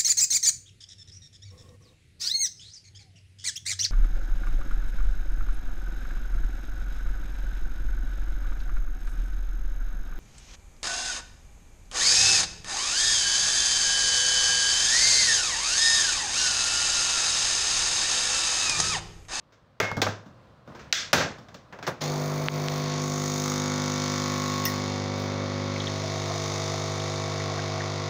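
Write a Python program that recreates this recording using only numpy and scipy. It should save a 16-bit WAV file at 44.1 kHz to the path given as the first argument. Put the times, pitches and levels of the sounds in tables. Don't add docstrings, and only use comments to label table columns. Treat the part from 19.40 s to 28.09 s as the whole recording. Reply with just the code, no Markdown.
import sys
import numpy as np
from scipy import signal
from scipy.fft import rfft, irfft, next_fast_len
from scipy.io import wavfile
from scipy.ndimage import minimum_filter1d

SR = 44100
rng = np.random.default_rng(int(sys.argv[2]) if len(sys.argv) > 2 else 0)


def dump(signal):
    limited = np.clip(np.atleast_2d(signal).T, -1, 1)
    pcm = np.round(limited * 32767).astype(np.int16)
    wavfile.write(sys.argv[1], SR, pcm)


N = 383229

# time_s, stage (0 filling, 1 pressing, 2 soaking, 3 pouring)
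BREW = [(2.62, 0.011), (3.0, 0.047), (3.4, 0.076), (3.8, 0.49), (4.2, 0.96), (4.7, 1.27), (5.1, 1.38),
        (5.6, 2.13), (6.3, 2.1), (6.9, 3), (8.69, 3.4)]
STROKE_HZ, FIRST_STROKE_S = 50.0, 2.6185
RUN_UP_S = 0.02

# filling_db, pressing_db, soaking_db, pouring_db
HUM_BY_STAGE = [(-46.5, -41, -35.5, -36), (-31, -34, -37.5, -37), (-47.5, -42, -41, -52),
                (-39.5, -32.5, -37.5, -44), (-56, -54.5, -52, -60), (-42.5, -42.5, -41.5, -43),
                (-43.5, -47, -47.5, -48.5), (-62, -64, -49.5, -45), (-42, -43, -45.5, -44),
                (-57, -46.5, -40.5, -50), (-46.5, -56, -57, -87), (-47.5, -55.5, -48.5, -43),
                (-46, -44, -55.5, -53), (-61, -54, -50.5, -50.5)]
# pitch_hz, level_db
BUZZ = [(800, -54), (1050, -53.5), (1250, -54), (1400, -55), (1650, -66), (1950, -60.5), (2150, -58),
        (2300, -56)]
BUZZ_DB = [-4, 3.5, -7, -0.5]
ODD_DB = [-3, 7.5, 20, 2]
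# time_s, level_db
PANEL = [(2.62, -63), (3.0, -51.5), (3.5, -43.5), (4.0, -45.5), (4.6, -46), (5.2, -35.5), (5.45, -44.5),
         (5.65, -57), (6.2, -48), (7.2, -49), (8.69, -53.5)]

# time_s, shell_db, tinny_db, fizz_db
RATTLING = [(2.62, -36, -43, -53), (2.72, -44.5, -48, -55), (2.9, -46.5, -50, -53.5), (3.2, -44, -51, -55),
            (3.38, -41, -50.5, -53), (3.55, -39.5, -46.5, -68), (3.65, -44, -44, -56),
            (4.08, -40, -38.5, -51), (4.3, -39, -42.5, -60), (5.22, -38.5, -44.5, -55),
            (5.58, -42, -51, -74), (5.72, -43.5, -56, -77), (5.8, -41.5, -53, -59),
            (5.97, -43.5, -56.5, -82), (6.3, -42, -54.5, -76), (6.45, -40.5, -49.5, -70),
            (7.1, -41, -44, -63), (7.74, -41.5, -46, -70), (8.1, -41, -49.5, -71), (8.69, -42, -52.5, -74)]
# pitch_hz, level_db (per Hz)
RATTLE = [(1000, -29), (1800, -2.5), (2200, -1), (2900, -9), (3700, -2.5), (6800, 1.5), (7600, -17),
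          (9500, -16), (13000, -48)]
# pitch_hz, width_hz, change_db
RATTLE_MODES = [(3630, 73, 4), (4370, 73, 4), (5300, 250, 0), (6270, 280, 3.5), (2200, 280, -3.5)]
# pitch_hz, level_db (per Hz)
BURST = [(1000, -28), (2200, -11.5), (3000, -10), (4000, -8), (5500, 5.5), (6900, 2), (7600, -3.5),
         (9500, -23.5), (13000, -40)]
# pitch_hz, level_db (per Hz)
TOP = [(7000, -14), (8500, -3.5), (11000, -7), (13500, -7), (15200, 8.5), (15800, -3), (16100, -28),
       (17000, -60)]
IN_STROKE = [0.3, 0.61, 0.33, 0.34]
STROKE_HOLD_S, STROKE_DECAY_S = 0.0013, 0.0033
RETURN_AT_S, RETURN_DB = 0.0125, -10
REPEAT_SHARE, STRUCK_REPEAT = 0.17, 0.85

# pitch_hz, t60_s, filling_db, pressing_db, soaking_db, pouring_db
PISTON = [(1250, 0.018, -10, -3, -12, -11), (2094, 0.025, -20, -10.5, -12, -14),
          (3750, 0.03, -16, -7, -16, -5), (4530, .025, -2, -22, -20, -18),
          (5800, 0.029, -14, -10, -21, -13), (6610, 0.047, -9.5, -5.5, -18, -25),
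          (6460, 0.0045, -1, -4.5, -8, -7.5)]
PISTON_DB = [14, 13.3, 16, 13.9]
PISTON_AT_S = 0.0004

# pitch_hz, level_db (per Hz)
RUSH = [(25, -8), (60, 1), (130, -13), (300, 6), (600, 2.5), (1150, 4.5), (1600, -4), (2300, -6),
        (4000, -37)]
RUSH_DB = [-39, -51, -43.5, -47]
GURGLE_DB = [-55.5, -50, -52, -41.5]
GURGLE_HZ = [496, 598.3, 587, 688]
GULP_DB, GULP_S = 21.5, 0.19

# start_s, level_db (before colour and halving),
# thud_db (added low down), edge_db (added high up), contact_s (fall time, longer in low bands),
# room_db (tail against the direct knock)
CUP_SET_DOWN = [(0.401, -2.5, 1, -5, 0.021, -14.5), (0.515, -30, 21.5, -3.5, 0.017, -17),
                (0.568, -40, 37.5, 1.5, 0.043, -8.5), (0.617, -7, 2.5, 3.5, 0.066, -15.5),
                (0.666, -20, 11.5, -17, 0.042, -13.5), (0.686, -37, 23, -3, 0.018, -8)]
LATCHES = [(1.526, 2, -23, 15.5, 0.016, -17), (1.73, 3, 4, 2, 0.06, -10.5),
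           (2.475, -22.5, 11.5, -5, 0.1, -11)]
TOUCHES = [(0.122, -53, -6, 0.5, 0.037, 0), (0.859, -62.5, 26, 4, 0.033, -1.5),
           (1.275, -52, 22, -5, .05, -5.5), (1.319, -46, 3, -13, .04, -14),
           (1.349, -42.5, 6.5, -4, 0.036, -2), (1.391, -41, -18, -0.5, .025, 2.5),
           (1.984, -46, 10, 3, .04, -9), (2.085, -41.5, -1, -1, .04, -9), (2.143, -37.5, 0, 3.5, 0.06, -10),
           (2.325, -35.5, 0.5, -9.5, 0.084, -5), (2.388, -36.5, 6, -7, 0.041, -12),
           (2.426, -27, -4, -3, .03, -7), (2.467, -26.5, -1, 5, 0.087, -22)]
# low_hz, high_hz
KNOCK_BANDS = [(80, 290), (270, 1600), (1200, 2800), (2350, 6900), (6900, 14300), (13800, 16600)]
ROOM_T60 = [0.46, 0.38, 0.35, 0.32, 0.19, 0.2]
THUD_SHARE = [0.99, 0.61, 0, 0.24, 0.37, 0.36]
EDGE_SHARE = [0.36, 0, 0, 0.93, 0.52, .7]
HARD_DB = [-15, -1, 0, -3.5, -23, -23]
LATCH_DB = [-13, -2, 0.5, -4.5, -19.5, -22]
FINGER_DB = [-4.5, 2.5, -1.5, -3.5, -29, -23]
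# pitch_hz, width_hz, change_db
KNOCK_COLOUR = [(214, 31, -3.5), (577, 280, 2.5), (1070, 790, -4), (1600, 130, 4.5), (2460, 910, -4),
                (3520, 400, 4.5), (5500, 190, 0.5), (7840, 710, 0.5)]
# pitch_hz, level_db (against the knock), t60_s
CUP_RING = [(2160, -24, 0.71), (104, -26.5, 0.4)]
CUP_STANDS_S = 0.59

# start_s, level_db, speed_hz (higher means a quicker swing)
TICKS = [(3.0847, 0.5, 1540), (3.2844, -8.5, 2500)]
CAPSULE_S = 5.2527
# pitch_hz, level_db (at the start), t60_s
CAPSULE = [(1910, -26.5, 0.2), (2740, -22, .035), (3530, -27, .03), (4560, -34, .03), (5350, -27, 0.15),
           (5920, -27, 0.11), (14000, -20, 0.027)]
CAPSULE_HISS_DB, CAPSULE_HISS_T60_S = -34, 0.23
# start_s, level_db (at the start), pitch_hz
DRIPS = [(6.36, -30, 2270), (6.4027, -28, 3400), (6.47, -27.5, 3370), (6.48, -34, 1954), (7.60, -35, 3400),
         (8.00, -33, 1870), (8.1895, -30, 1690), (8.22, -36, 2630), (8.404, -28.5, 1709)]
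DRIP_T60_S = 0.045

# pitch_hz, level_db (per Hz)
QUIET = [(18, -33), (30, -14), (118, 2.5), (406, -14), (502, -6.5), (895, -15.5), (1020, -9.5), (2190, -25),
         (4230, -28), (12800, -54.5), (15000, -45), (16200, -53)]
# time_s, level_db (added to QUIET_DB)
QUIET_SWELL = [(0, -9), (.4, -8.5), (.8, -3.5), (1.05, -2), (1.25, -5.5), (1.3, 3), (1.45, 2.5), (2, 1),
               (2.25, -3), (2.35, -1), (2.6, 1)]
QUIET_DB = -51.5

LIMIT_DB, LIMIT_SLOPE = -13, 0.67
RELEASE_DB_S, ATTACK_S, AHEAD_S = 156, 0.0044, 0.0095
CUTOFF_HZ = 16900


def pump():
    t = np.arange(N) / SR - FIRST_STROKE_S
    shell_db, tinny_db, fizz_db = in_time(RATTLING)
    run_up = 1 - np.exp(-(t + 0.01).clip(0) / RUN_UP_S)
    out = run_up * hum(2 * np.pi * STROKE_HZ * t)
    out += water(t)
    out += from_db(tinny_db + by_stage(PISTON_DB)) * piston()
    out += rattle(t, shell_db, tinny_db, fizz_db, np.clip(by_stage(IN_STROKE), 0, 1))
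    fade_in = np.clip((t + 0.012) / 0.0066, 0, 1)
    return out * fade_in


def hum(phase):
    step = 6
    levels = {k: by_stage(dbs)[::step] for k, dbs in enumerate(HUM_BY_STAGE, 2)}
    buzz_db, odd_db = by_stage(BUZZ_DB)[::step], by_stage(ODD_DB)[::step]
    shakes = [drift(9)[::step] for _ in range(4)]
    out = 0
    for k in range(2, 47):
        wander = min((k - 1) / 15.0, 1) * drift(1.0)[::step]
        high_db = at_hz(BUZZ, k * STROKE_HZ) + buzz_db + odd_db * (k % 2 - 0.5)
        db = levels.get(k, high_db)
        uneven = phase[::step] - 0.45 + 0.002 * shakes[k % len(shakes)]
        turn = 1.75 * rng.normal() * (k > 5)
        tone = np.cos(k * uneven + turn + 0.39 * wander)
        out = out - np.sqrt(2) * from_db(db + 1.75 * wander) * tone
    panel = np.sqrt(2) * from_db(in_time(PANEL)[0]) * np.cos(22 * phase + 0.22 * drift(11.1))
    return signal.resample_poly(out, step, 1)[:N] + panel


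def rattle(t, shell_db, tinny_db, fizz_db, in_stroke):
    since = t % (1 / STROKE_HZ)
    stroke = np.floor(t * STROKE_HZ).astype(int).clip(0)
    force = from_db(0.23 * rng.standard_normal((stroke.max() + 1, 2)))[stroke]
    rise = 1 - np.exp(-since / 0.0011)
    burst = force[:, 0] * np.exp(-(since - STROKE_HOLD_S).clip(0) / STROKE_DECAY_S) * rise
    back = since - RETURN_AT_S
    burst += force[:, 1] * from_db(RETURN_DB) * (back > 0) * np.exp(-back.clip(0) / STROKE_DECAY_S)
    burst = rms_one(burst)

    patterns = rng.standard_normal((3, round(SR / STROKE_HZ)))
    same = rms_one(sum(np.resize(p, N) * np.cos(k + 0.5 * drift(0.84)) for k, p in enumerate(patterns)))
    contacts = np.sqrt(REPEAT_SHARE) * same + np.sqrt(1 - REPEAT_SHARE) * rng.standard_normal(N)
    steady = np.sqrt(1 - in_stroke) * colour(contacts, RATTLE, RATTLE_MODES)

    hits = np.sqrt(STRUCK_REPEAT) * np.roll(same, SR)
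    hits = hits + np.sqrt(1 - STRUCK_REPEAT) * rng.standard_normal(N)
    struck = np.sqrt(in_stroke) * colour(hits * burst, BURST, RATTLE_MODES)

    both = steady + struck
    shell = signal.sosfiltfilt(signal.butter(3, 4800, fs=SR, output="sos"), both)
    out = from_db(shell_db) * rms_one(shell) + from_db(tinny_db) * rms_one(both - shell)
    gate = np.sqrt(in_stroke * burst ** 2 + 1 - in_stroke) ** 1.24
    fizz = colour(rng.standard_normal(N) * gate, TOP)
    return out + from_db(fizz_db) * fizz


def piston():
    s = np.arange(FIRST_STROKE_S + PISTON_AT_S, N / SR - 0.01, 1 / STROKE_HZ)
    chance = rng.standard_normal((500, 8))[:len(s)]
    at = ((s + 0.00012 * chance[:, -1]) * SR).astype(int)
    out = np.zeros(N)
    for k, (hz, t60, *dbs) in enumerate(PISTON):
        db = by_stage(dbs)[(s * SR).astype(int)]
        clicks = np.zeros(N)
        clicks[at] = from_db(db + 1.5 * chance[:, k])
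        r, w = from_db(-60 / (t60 * SR)), 2 * np.pi * hz / SR
        out += signal.lfilter([0, np.sin(w)], [1, -2 * r * np.cos(w), r * r], clicks + 1e-18)
    return out


def water(t):
    turn = 2 * np.pi * np.cumsum(by_stage(GURGLE_HZ)) / SR
    gurgle = drift(97) * np.cos(turn) + 0.76 * drift(115) * np.cos(1.6 * turn)
    gurgle_db = by_stage(GURGLE_DB) + GULP_DB * np.exp(-(t / GULP_S) ** 2)
    rush = colour(rng.standard_normal(N), RUSH)
    rush = from_db(by_stage(RUSH_DB) + 0.69 * drift(17)) * rush
    return rush + from_db(gurgle_db + 1.9 * drift(3.9)) * gurgle


def knocks(table, colour_db):
    out, t = np.zeros(N), np.arange(SR // 2) / SR
    for s, db, thud_db, edge_db, contact, room_db in table:
        bands_db = db + np.array(colour_db)
        bands_db = bands_db + thud_db * np.array(THUD_SHARE) + edge_db * np.array(EDGE_SHARE)
        for (low_hz, high_hz), t60, band_db in zip(KNOCK_BANDS, ROOM_T60, bands_db):
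            direct = from_db(-60 * t / (contact + 10.0 / low_hz)) * np.minimum(t / 0.00037, 1)
            tail = from_db(room_db - 60 * t / t60) * (1 - np.exp(-t / 0.0022))
            noise = rng.standard_normal(len(t))
            part = rms_one(band(band(noise, low_hz, high_hz), low_hz, high_hz))
            add(out, s, from_db(band_db) * part * np.hypot(direct, tail) / 2)
    return out


def colour_knocks(x):
    for hz, width_hz, db in KNOCK_COLOUR:
        g, w = from_db(db / 2), 2 * np.pi * hz / SR
        a = np.sin(w) * width_hz / hz / 2
        top = [1 + a * g, -2 * np.cos(w), 1 - a * g]
        bottom = [1 + a / g, -2 * np.cos(w), 1 - a / g]
        x = signal.lfilter(top, bottom, x + 1e-18)
    return x


def cup_ring():
    out, t = np.zeros(N), np.arange(SR // 2) / SR
    (wall_hz, wall_db, wall_t60), (tray_hz, tray_db, tray_t60) = CUP_RING
    for s, db, thud_db, *_ in CUP_SET_DOWN:
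        damped = from_db(-900 * (s + t - CUP_STANDS_S).clip(0))
        wall = from_db(db + wall_db - 60 * t / wall_t60) * np.sin(2 * np.pi * wall_hz * t)
        add(out, s, (s < CUP_STANDS_S) * damped * wall)
        tray = from_db(db + thud_db + tray_db - 60 * t / tray_t60) * np.sin(2 * np.pi * tray_hz * t)
        add(out, s, tray)
    return out


def ticks():
    out, t = np.zeros(N), np.arange(SR // 2) / SR
    for s, db, hz in TICKS:
        u = (t - 1 / hz) * hz * 5.6
        add(out, s, from_db(db) * u * np.exp(-u * u) * 2)
    return out


def capsule_and_drips():
    out, t = np.zeros(N), np.arange(SR // 2) / SR
    hiss = colour(rng.standard_normal(len(t)), TOP)
    add(out, CAPSULE_S, from_db(CAPSULE_HISS_DB - 60 * t / CAPSULE_HISS_T60_S) * hiss)
    pops = [(CAPSULE_S, db, hz, t60, 1.05) for hz, db, t60 in CAPSULE]
    pops += [(*drip, DRIP_T60_S, 1.13) for drip in DRIPS]
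    for s, db, hz, t60, spread in pops:
        rough = band(rng.standard_normal(len(t)), hz / spread, hz * spread)
        add(out, s, from_db(db - 60 * t / t60) * rms_one(rough))
    return out


def quiet_background():
    level = from_db(QUIET_DB + in_time(QUIET_SWELL)[0])
    return level * colour(rng.standard_normal(N), QUIET)


def from_db(db):
    return np.exp(np.asarray(db, float) * np.log(10) / 20)


def rms_one(x):
    return x / np.sqrt(np.mean(x ** 2) + 1e-20)


def in_time(rows):
    s, *columns = np.transpose(rows)
    return [np.interp(np.arange(N) / SR, s, c) for c in columns]


def by_stage(values):
    return np.interp(in_time(BREW)[0], range(len(values)), values)


def at_hz(points, hz):
    return np.interp(np.log(hz), np.log(np.array(points)[:, 0]), np.array(points)[:, 1])


def colour(x, spectrum, modes=()):
    size = next_fast_len(len(x))
    hz = np.maximum(np.arange(size // 2 + 1) * SR / size, 1)
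    db = at_hz(spectrum, hz) + sum(p * np.exp(-((hz - f) / w) ** 2) for f, w, p in modes)
    return rms_one(irfft(rfft(x, size) * from_db(db), size)[:len(x)])


def drift(rate):
    r = np.exp(-80 * np.pi * rate / SR)
    slow = signal.lfilter([1], [1, -2 * r, r * r], rng.standard_normal(N // 40 + 2002))[2000:]
    return np.interp(np.arange(N) / 40, np.arange(len(slow)), rms_one(slow))


def band(x, low_hz, high_hz):
    return signal.sosfilt(signal.butter(3, [low_hz, high_hz], "band", fs=SR, output="sos"), x)


def add(out, s, piece):
    i = round(s * SR)
    out[i:i + len(piece)] += piece[:N - i]


def scene():
    hits = knocks(CUP_SET_DOWN, HARD_DB) + knocks(LATCHES, LATCH_DB) + knocks(TOUCHES, FINGER_DB)
    hits = colour_knocks(hits) + cup_ring()
    background = quiet_background()
    return (hits + pump() + ticks() + capsule_and_drips() + background)[None]


def record(dry):
    over = np.maximum(20 * np.log10(np.abs(dry[0]) + 1e-9) - LIMIT_DB, 0) * LIMIT_SLOPE
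    ahead = max(round(AHEAD_S * SR), 1)
    shifted = np.append(over[ahead // 2:], np.zeros(ahead // 2))
    over = -minimum_filter1d(-shifted, size=ahead)
    ramp = RELEASE_DB_S * np.arange(N) / SR
    held = np.maximum.accumulate(over + ramp) - ramp
    r = np.exp(-1 / (ATTACK_S * SR))
    cut_db = signal.lfilter([1 - r], [1, -r], held)
    low_pass = signal.cheby2(12, 70, CUTOFF_HZ, fs=SR, output="sos")
    return signal.sosfilt(low_pass, dry * from_db(-cut_db))


dry = scene()
out = record(dry)
dump(out)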